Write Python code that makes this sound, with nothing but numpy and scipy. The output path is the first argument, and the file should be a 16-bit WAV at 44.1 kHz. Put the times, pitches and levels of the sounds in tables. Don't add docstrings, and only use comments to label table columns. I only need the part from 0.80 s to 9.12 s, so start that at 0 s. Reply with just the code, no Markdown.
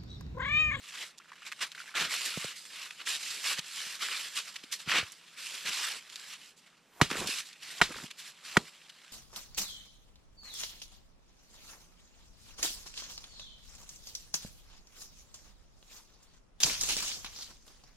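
import sys
import numpy as np
from scipy import signal
from scipy.fft import rfft, irfft, next_fast_len
from scipy.io import wavfile
from scipy.ndimage import uniform_filter1d, map_coordinates

SR = 44100
rng = np.random.default_rng(int(sys.argv[2]) if len(sys.argv) > 2 else 0)


def wav_out(sig):
    wavfile.write(sys.argv[1], SR, np.round(np.clip(np.atleast_2d(sig).T, -1, 1) * 32767).astype(np.int16))


N = 366912

# start_s, length_s, rasp_db, swell_db (start to end), hiss_db (relative to the rasp)
STROKES = [(0.114, 0.12, -43, 6.5, -6.5), (1.283, 0.43, -39.5, -8.5, -2.5), (1.746, 0.17, -63, -11, 10.5),
           (1.898, 0.17, -46.5, 3.5, -4), (2.251, 0.11, -35.5, -2.5, -1.5), (2.38, 0.17, -42.5, 2.5, 0),
           (2.544, 0.21, -44, -2, -1.5), (2.837, 0.16, -55, 4.5, 4.5), (2.63, 0.09, -33.5, 2, -3),
           (2.924, 0.23, -43.5, -1.5, -1), (3.184, 0.29, -40, -5, -3.5), (3.524, 0.048, -44, 13, 0),
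           (4.56, 0.54, -47, -5.5, -1.5), (4.885, 0.2, -37.5, 1.5, -3), (5.083, 0.097, -40.5, -7.5, -3.5),
           (5.28, 0.255, -52.5, 7, -2), (5.552, 0.14, -61.5, 8.5, 1.5), (6.453, 0.15, -38.5, -5, 0),
           (6.798, .2, -47, 0.5, -3.5), (7.357, 0.13, -51, 5.5, -0.5), (7.621, 0.17, -47.5, -0.5, -4)]
STROKE_ATTACK_S, STROKE_T60_S, STROKE_CRUMBS = 0.035, 0.15, .33
# start_s, rasp_db, hiss_db (relative to the rasp)
SCUFFS = [(0.647, -43, -6.5), (0.804, -30.5, -8), (1.32, -38, -5), (1.436, -37, 1), (2.188, -45, -16),
          (2.757, -37.5, -6.5), (3.208, -33, -6.5), (3.308, -37, -13), (3.557, -32.5, -5.5),
          (3.66, -43.5, -3.5), (3.911, -37.5, 1.5), (3.984, -45.5, -0.5), (4.725, -41, -3), (5.76, -77, 18),
          (6.643, -51.5, 2.5), (6.895, -46.5, -0.5), (7.375, -49, 2.5)]
SCUFF_ATTACK_S, SCUFF_LENGTH_S, SCUFF_T60_S, SCUFF_CRUMBS = 0.019, 0.029, 0.12, 0.32
# start_s, length_s, rasp_db, swell_db, hiss_db (relative to the rasp), crumbs (share 0-1), gurgle_db
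WET_HANDLING = [(0.39, 0.23, -60.5, 4, -10, 1, -96), (0.94, 0.17, -53, -4, -5, 0.8, -99),
                (1.143, 0.065, -30.5, 0, -9, 0.25, -64), (1.193, 0.062, -32, -3, -6, 0, -49.5),
                (4.054, 0.073, -39.5, 24.5, -15, 0.67, -52.5), (4.125, 0.062, -26.8, 3, -12, 0.12, -42),
                (4.836, 0.044, -38.5, 11, -4.5, .2, -54), (6.291, 0.047, -35.5, -3, -6.5, 0.7, -44),
                (6.346, 0.06, -39.5, 1, -1.5, 0.66, -42.5), (6.4, 0.04, -41, -5, -1.5, 0.5, -39.5),
                (7.064, 0.18, -49, 6, -2.5, 0.8, -53.5)]
WET_ATTACK_S, WET_T60_S = 0.023, 0.15
# time_s, rasp_db
RUSTLE = [(0, -53.5), (.28, -50), (.36, -68.5), (.58, -66), (.64, -60), (.87, -48.5), (.905, -60),
          (1.3, -52), (2.17, -53.5), (3.6, -47), (3.88, -56), (4.26, -51), (4.42, -57), (5.66, -55),
          (5.73, -72), (5.84, -60.5), (6.06, -75), (6.3, -58)]
RUSTLE_HISS_DB, RUSTLE_CRUMBS = -4.5, 0.53
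RUSTLE_USUAL_DB, RUSTLE_BRIGHTENS = -51.5, 0.37
ZIP_DB, ZIP_HZ, ZIP_WIDTH_HZ, ZIP_HZ_PER_DB = -10, 2850, 480, 25

# start_s, clack_db, repeat_db (reflection off the ice, relative to the clack),
# thump_db, thump_hz, spray_db, crack_db, focus_hz (strongest ring)
CHOPS = [(6.2130, -10.5, -9.5, -14.5, 131, -28, -20, 1060), (7.014, -12, -1, -24, 180, -27, -21, 1520),
         (7.7684, -10, -10, -15, 177, -53, -22, 1550)]
REFLECTION_LAG_S = .0042
# pitch_hz, level_db, t60_s
SCOOP_MODES = [(390, -14.5, 0.055), (690, -7, 0.022), (963, 3, 0.013), (1260, -1.5, .025),
               (1480, 10, 0.0069), (1923, 0.2, 0.019), (2262, -2.5, 0.03), (3140, -11, .018),
               (3960, -2, 0.011)]
STIR_DB, STIR_GURGLE_DB, STIR_T60_S = -59.5, -56.5, 0.3
CRACKLE_DB, CRACKLE_HZ = -3, 1700

# start_s, level_db, pitch_hz
SNAPS = [(0.718, -23, 1720), (0.723, -17, 1900), (0.918, -26, 3500), (1.643, -22.5, 3500),
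         (2.2722, -14.5, 2340), (2.351, -16, 3040), (3.286, -19, 1600), (4.138, -14, 2000),
         (4.158, -14, 2400), (4.32, -29, 7650), (5.3582, -22, 3710), (6.3127, -16, 1690),
         (6.329, -19, 2200), (6.4726, -14, 4700)]
# middle_s, level_db, pitch_hz
CRUNCHES = [(0.385, -49, 4570), (2.11, -42, 2600), (2.791, -32, 3600), (3.764, -36.5, 2920),
            (3.841, -45, 3200), (5.3, -47, 3500), (6.733, -51, 3500), (7.313, -39.5, 3000),
            (8.1, -47, 3000)]
CRUNCH_WIDTH_S = .006
# start_s, level_db, pitch_hz
BLIPS = [(0.4, -37, 1150), (0.518, -30, 1150), (0.531, -38, 1100), (0.62, -36, 1250), (0.949, -30, 1600),
         (0.978, -30, 1530), (1.002, -30, 1500), (1.017, -33, 1450), (1.077, -35, 1700), (1.091, -33, 1690),
         (1.141, -30, 1380), (6.355, -22, 1500), (7.106, -33, 1350), (7.121, -30, 1720), (7.144, -31, 1200),
         (7.166, -32, 1500), (7.185, -28.5, 1450), (7.2, -35, 1550)]
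# start_s, push_db, pitch_hz, knock_db
THUDS = [(1.573, -31, 160, -35.5), (1.645, -41, 139, -33), (2.788, -41, 151, -46), (3.065, -56, 151, -69),
         (3.838, -46.5, 251, -72), (4.074, -37, 140, -55), (4.228, -43, 94, -41), (6.314, -32, 258, -50),
         (6.353, -33, 290, -36), (6.414, -32.5, 188, -35.5), (6.489, -38, 250, -54),
         (7.105, -37.5, 264, -60), (7.239, -36.5, 192, -70)]
KNOCK_HZ = 472
SWING_DB, SWING_RISE_DB_PER_S = -52.5, 178

# pitch_hz, level_db (per Hz)
RASP_SPECTRUM = [(40, -50.5), (160, -23), (400, -14), (780, -14), (1200, -4.5), (1900, -1), (2900, 0),
                 (4200, -2.5), (6000, -13.5), (15000, -43)]
# pitch_hz, level_db (per Hz)
HISS_SPECTRUM = [(1000, -45.5), (2500, -3.5), (4300, 2), (5400, 1), (6500, -3), (7700, -1), (8600, -4),
                 (12500, -12), (14000, -17), (15500, -55.5)]
# pitch_hz, level_db (per Hz)
CRUMB_SPECTRUM = [(100, -48), (800, -16.5), (1100, -1.5), (1400, 0), (2900, 5), (4300, -4), (8000, -17.5),
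                  (14000, -31)]
# pitch_hz, level_db (per Hz)
CHURN_SPECTRUM = [(20, -19), (55, -3), (85, -9), (160, 4.5), (280, 0), (420, 0), (650, -7), (1200, -5),
                  (4000, -44)]
# pitch_hz, level_db (per Hz)
CRACK_SPECTRUM = [(100, -2), (500, -18.5), (1000, -8), (2000, -1.5), (4000, -1), (10000, -17),
                  (15000, -27.5)]
# pitch_hz, level_db (per Hz)
AIR_SPECTRUM = [(20, -11.5), (105, -11), (155, 6), (300, -1.5), (700, -3), (1200, -2.5), (8000, -14),
                (15000, -30)]

# pitch_hz, side_db
WIDTH = [(100, -12), (600, -10), (1200, -14.5), (2000, -25.5), (3600, -16), (5000, -9.5), (7300, -5.5),
         (11000, -9)]
# pitch_hz, left_minus_right_db
LEAN = [(1000, -1.9), (1800, -1), (3900, 0.6), (7300, -7), (9500, -1)]
# pitch_hz, left_lead_rad
PORT_PHASE = [(4000, -0.022), (6300, -0.6), (7500, 0.18), (8600, 1), (10000, -0.6)]
HOLE_LAG_S = .00002
TOP_HZ = 15000


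def sliding():
    rasp_db, hiss_db, share = friction()
    catch_db = 0.19 * wobble(42) + wobble(220)
    breaks = clumps(rate=69, decay_s=0.015)
    coarse = grains(rate=4500, top_hz=13600, t60=0.0026, spread_db=0)
    crumbs = coloured(coarse * breaks, CRUMB_SPECTRUM)
    rasp = np.sqrt(1 - share) * coloured(noise(), RASP_SPECTRUM) + np.sqrt(share) * crumbs
    rasp = patchy(rasp, depth_db=2.3)
    deep = filtered(rasp, lambda hz: 1 / (1 + (hz / 2000) ** 4))
    rasp = rasp + deep * (amp(-.4 * (hiss_db + 4)) - 1)
    fine = grains(rate=5000, top_hz=13600, t60=0.0048, spread_db=1)
    hiss = coloured(noise() + np.sqrt(share) * breaks * fine, HISS_SPECTRUM)
    hiss = patchy(hiss, depth_db=1.8)
    return amp(rasp_db + catch_db - 1.5) * rasp + amp(rasp_db + hiss_db + catch_db + 0.73) * hiss


def friction():
    rustle_db, = curves(RUSTLE)
    power = friction_power(0, RUSTLE_HISS_DB, RUSTLE_CRUMBS) * amp(rustle_db) ** 2
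    power[1] *= amp(RUSTLE_BRIGHTENS * (rustle_db - RUSTLE_USUAL_DB)) ** 2
    for s, length_s, db, swell_db, hiss_db in STROKES:
        shape = stroke(length_s, STROKE_ATTACK_S, STROKE_T60_S, swell_db)
        add(power, s, friction_power(db, hiss_db, STROKE_CRUMBS) * shape)
    for s, db, hiss_db in SCUFFS:
        shape = stroke(SCUFF_LENGTH_S, SCUFF_ATTACK_S, SCUFF_T60_S)
        add(power, s, friction_power(db, hiss_db, SCUFF_CRUMBS) * shape)
    for s, length_s, db, swell_db, hiss_db, crumbs, _ in WET_HANDLING:
        shape = stroke(length_s, WET_ATTACK_S, WET_T60_S, swell_db)
        add(power, s, friction_power(db, hiss_db, crumbs) * shape)
    for s, *_ in CHOPS:
        shape = stroke(0.12, WET_ATTACK_S, STIR_T60_S)
        add(power, s, friction_power(STIR_DB, hiss_db=0, crumbs=0.79) * shape)
    rasp, hiss, crumbs = power
    return 10 * np.log10(rasp), 10 * np.log10(hiss / rasp), np.clip(crumbs / rasp, 0, 1)


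def friction_power(db, hiss_db, crumbs):
    return amp(db) ** 2 * np.array([[1], [amp(hiss_db) ** 2], [np.clip(crumbs, 0, 1)]])


def stroke(length_s, attack_s, t60, swell_db=0):
    t = np.arange(int((length_s + t60) * SR)) / SR
    pressure = amp(swell_db * (np.minimum(t / length_s, 1) - .5))
    rest = fade(np.maximum(t - length_s, 0), t60)
    return (np.minimum(t / attack_s, 1) * pressure * rest) ** 2


def zipping():
    power = np.zeros((1, N))
    for s, length_s, db, swell_db, _ in STROKES:
        add(power, s, amp(db) ** 2 * stroke(length_s, STROKE_ATTACK_S, STROKE_T60_S, swell_db))
    force_db = 10 * np.log10(power[0] / power.max() + 1e-6)
    pitch_hz = ZIP_HZ + ZIP_HZ_PER_DB * force_db + ZIP_WIDTH_HZ / 2 * wobble(20)
    weave = filtered(noise(), lambda hz: 1 / (1 + (hz / ZIP_WIDTH_HZ) ** 2))
    carrier = np.cos(2 * np.pi * np.cumsum(pitch_hz) / SR)
    return amp(ZIP_DB) * np.sqrt(power) * unit(weave * carrier)


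def chops():
    out, t = np.zeros((2, N)), np.arange(SR // 5) / SR
    for s, clack_db, repeat_db, thump_db, thump_hz, spray_db, crack_db, focus_hz in CHOPS:
        ring = scoop(t, focus_hz) + amp(repeat_db) * scoop(t - REFLECTION_LAG_S, focus_hz)
        crack_shape = np.minimum(t / .001, 1) * fade(np.maximum(t - REFLECTION_LAG_S, 0), .027)
        crack = coloured(noise(len(t)), CRACK_SPECTRUM) * crack_shape
        spray = coloured(noise(len(t)), CRACK_SPECTRUM) * fade(t - .007, 0.19)
        push = thump(t - .0055, thump_hz, cycles=3.2) + 0.67 * thump(t - .0055, 1.8 * thump_hz, cycles=4.2)
        slosh = 0.065 * coloured(noise(len(t)), CHURN_SPECTRUM) * fade(t - .003, 0.19)
        add(out, s, ahead(amp(clack_db) * ring))
        add(out, s, amp(crack_db) * crack)
        add(out, s, amp(thump_db) * (ahead(push) + slosh))
        add(out, s, amp(spray_db) * spray)
        touch = unit(filtered(noise(len(t)), lambda hz: band(880)(hz) ** 2)) * fade(t, 0.05)
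        add(out, s - .0105, amp(clack_db - 24) * touch)
    return out


def scoop(t, focus_hz):
    ring = 0
    for k, (hz, db, t60) in enumerate(SCOOP_MODES):
        favour_db = 6 * np.exp(-(np.log(hz / focus_hz) / 0.125) ** 2)
        mode = np.sin(2 * np.pi * hz * t) * fade(t, t60)
        ring = ring + (-1) ** k * amp(db + favour_db) * mode
    return ring * (1 - np.exp(-np.maximum(t, 0) / .0016))


def churning():
    power = np.zeros((1, N))
    for s, length_s, *_, gurgle_db in WET_HANDLING:
        add(power, s, amp(gurgle_db) ** 2 * stroke(length_s, WET_ATTACK_S, WET_T60_S))
    for s, *_ in CHOPS:
        add(power, s, amp(STIR_GURGLE_DB) ** 2 * stroke(.018, WET_ATTACK_S, STIR_T60_S))
    lumps = clumps(rate=260, decay_s=0.007)
    bubbles = grains(rate=880, top_hz=1870, t60=0.02, spread_db=0)
    pockets = coloured((bubbles + 1.6 * noise()) * lumps, CHURN_SPECTRUM)
    return np.sqrt(power) * pockets * [[1], [.4]]


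def crackling():
    power = np.zeros((1, N))
    for s, length_s, db, _, _, crumbs, _ in WET_HANDLING:
        shape = stroke(length_s, WET_ATTACK_S, WET_T60_S)
        add(power, s, np.clip(crumbs, 0, 1) * amp(db) ** 2 * shape)
    pops = grains(rate=300, top_hz=4200, t60=.005, spread_db=6)
    return amp(CRACKLE_DB) * np.sqrt(power) * unit(filtered(pops, band(CRACKLE_HZ)))


def snaps():
    out, t = np.zeros((2, N)), np.arange(SR // 20) / SR
    for s, db, pitch_hz in SNAPS:
        shape = fade(t, .018) + .5 * fade(t - rng.uniform(.003, .007), .015)
        add(out, s, amp(db - 12) * shape * unit(filtered(noise(len(t)), band(pitch_hz))))
    return thin(out)


def crunches():
    out, t = np.zeros((2, N)), np.arange(-SR // 40, SR // 40) / SR
    for s, db, pitch_hz in CRUNCHES:
        cracks = noise(len(t)) * (rng.random(len(t)) < 3000 / SR)
        swell = np.exp(-(t / CRUNCH_WIDTH_S) ** 2)
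        add(out, s + t[0], amp(db) * swell * unit(filtered(cracks, band(pitch_hz))))
    return out


def blips():
    out, t = np.zeros((2, N)), np.arange(SR // 25) / SR
    for s, db, pitch_hz in BLIPS:
        for k in range(4):
            hz = pitch_hz * np.exp(rng.normal(.15, .2) * k)
            ring = np.sin(2 * np.pi * hz * t) * fade(t, .012) * (1 - np.exp(-t / .0008))
            tick = amp(-17) * unit(filtered(noise(len(t)), band(2 * hz))) * fade(t, .009)
            lag_s = .0017 * k * rng.uniform(.5, 1.5)
            add(out, s + lag_s, amp(db - 3.5 * k) * (ahead(ring) + tick))
    return thin(out)


def thuds():
    out, t = np.zeros((2, N)), np.arange(SR // 10) / SR
    for s, db, pitch_hz, knock_db in THUDS:
        push = thump(t - .0015, pitch_hz, cycles=4.2)
        knock = thump(t, KNOCK_HZ, cycles=4.9)
        pat = amp(-12) * unit(filtered(noise(len(t)), band(900))) * fade(t, 0.025)
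        add(out, s, ahead(amp(db) * push) + amp(knock_db) * (ahead(knock) + pat))
    return out


def thump(t, pitch_hz, cycles):
    age = np.maximum(t, 0)
    swell = 1 - np.exp(-2 * age * pitch_hz)
    dent = np.sin(2 * np.pi * pitch_hz * age) * fade(age, cycles / pitch_hz) * swell
    push = np.gradient(dent)
    return push / np.abs(push).max()


def swings():
    out, t = np.zeros((2, N)), np.arange(-SR // 5, 0) / SR
    for s, *_ in CHOPS:
        rush = coloured(noise(len(t)), [(50, -15.5), (200, -10.5), (1000, -2.5), (4000, -17)])
        add(out, s + t[0], amp(SWING_DB + SWING_RISE_DB_PER_S * t) * rush)
    return out


def open_air():
    return amp(-68) * coloured(noise(), AIR_SPECTRUM)


def grains(rate, top_hz, t60, spread_db):
    when, pitch, size, side = rng.random((int(rate * N / SR), 4)).T[:, :, None]
    k = np.arange(int(t60 * SR / 2))
    level = amp(-spread_db * np.log(size + 0.085))
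    rings = level * np.sin(2 * np.pi * top_hz * pitch * k / SR) * fade(k / SR, t60)
    at = ((when * N).astype(int) + k).ravel()
    rows = [np.bincount(at, (rings * gain).ravel(), N)[:N] for gain in (1, 2 * side - 1)]
    return np.array([unit(row) for row in rows])


def clumps(rate, decay_s):
    starts = (rng.random(N) < rate / SR) * rng.uniform(0.4, 1, N)
    return unit(0.24 + signal.lfilter([1], [1, -np.exp(-1 / (decay_s * SR))], starts))


def patchy(x, depth_db):
    z = signal.stft(x, nperseg=512)[2]
    field = uniform_filter1d(rng.standard_normal(z.shape[1:]), size=5, axis=0)
    field = uniform_filter1d(field, size=7, axis=1)
    return unit(signal.istft(z * amp(depth_db * unit(field)), nperseg=512)[1][:, :N])


def band(pitch_hz):
    def response(hz):
        detune = hz / pitch_hz - pitch_hz / (hz + 1)
        return (1 + (1.2 * detune) ** 2) ** -.75 / (1 + (hz / 13000) ** 8)
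    return response


def thin(x):
    return filtered(x, lambda hz: 1 - 1 / (1 + (hz / 900) ** 6))


def amp(db):
    return 10 ** (np.asarray(db) / 20)


def unit(x):
    return x / np.sqrt(np.mean(x ** 2) + 1e-20)


def along(points, hz):
    f, v = np.transpose(points)
    return np.interp(np.log(hz + 1), np.log(f + 1), v)


def curves(rows):
    s, *cols = np.transpose(rows)
    return [np.interp(np.arange(N) / SR, s, c) for c in cols]


def wobble(rate):
    return map_coordinates(rng.standard_normal(int(N * rate / SR) + 4), [np.arange(N) * rate / SR])


def filtered(x, response):
    n = x.shape[-1]
    m = next_fast_len(n + 8192)
    return irfft(rfft(x, m) * response(np.fft.rfftfreq(m, 1 / SR)), m)[..., :n]


def coloured(x, spectrum):
    return unit(filtered(x, lambda hz: amp(along(spectrum, hz))))


def noise(size=N):
    return rng.standard_normal((2, size))


def fade(t, t60):
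    return (t >= 0) * 1000. ** (-np.abs(t) / t60)


def add(track, s, sound):
    part = track[:, round(s * SR):][:, :sound.shape[-1]]
    part += sound[..., :part.shape[1]]


def ahead(x):
    return np.array([x, 0 * x])


def scene():
    hole = chops() + churning() + crackling()
    snow = sliding() + zipping() + snaps() + crunches() + blips() + thuds()
    mid, side = hole + snow + swings() + open_air()
    side = filtered(side, lambda hz: amp(along(WIDTH, hz)))
    side = side - HOLE_LAG_S / 2 * SR * np.gradient(hole[0])
    half = np.array([[.5], [-.5]])

    def ports(hz):
        return amp(half * along(LEAN, hz)) * np.exp(1j * half * along(PORT_PHASE, hz))
    return filtered(np.array([mid + side, mid - side]), ports)


def record(dry):
    return filtered(dry, lambda hz: hz < TOP_HZ)


dry = scene()
out = record(dry)
wav_out(out)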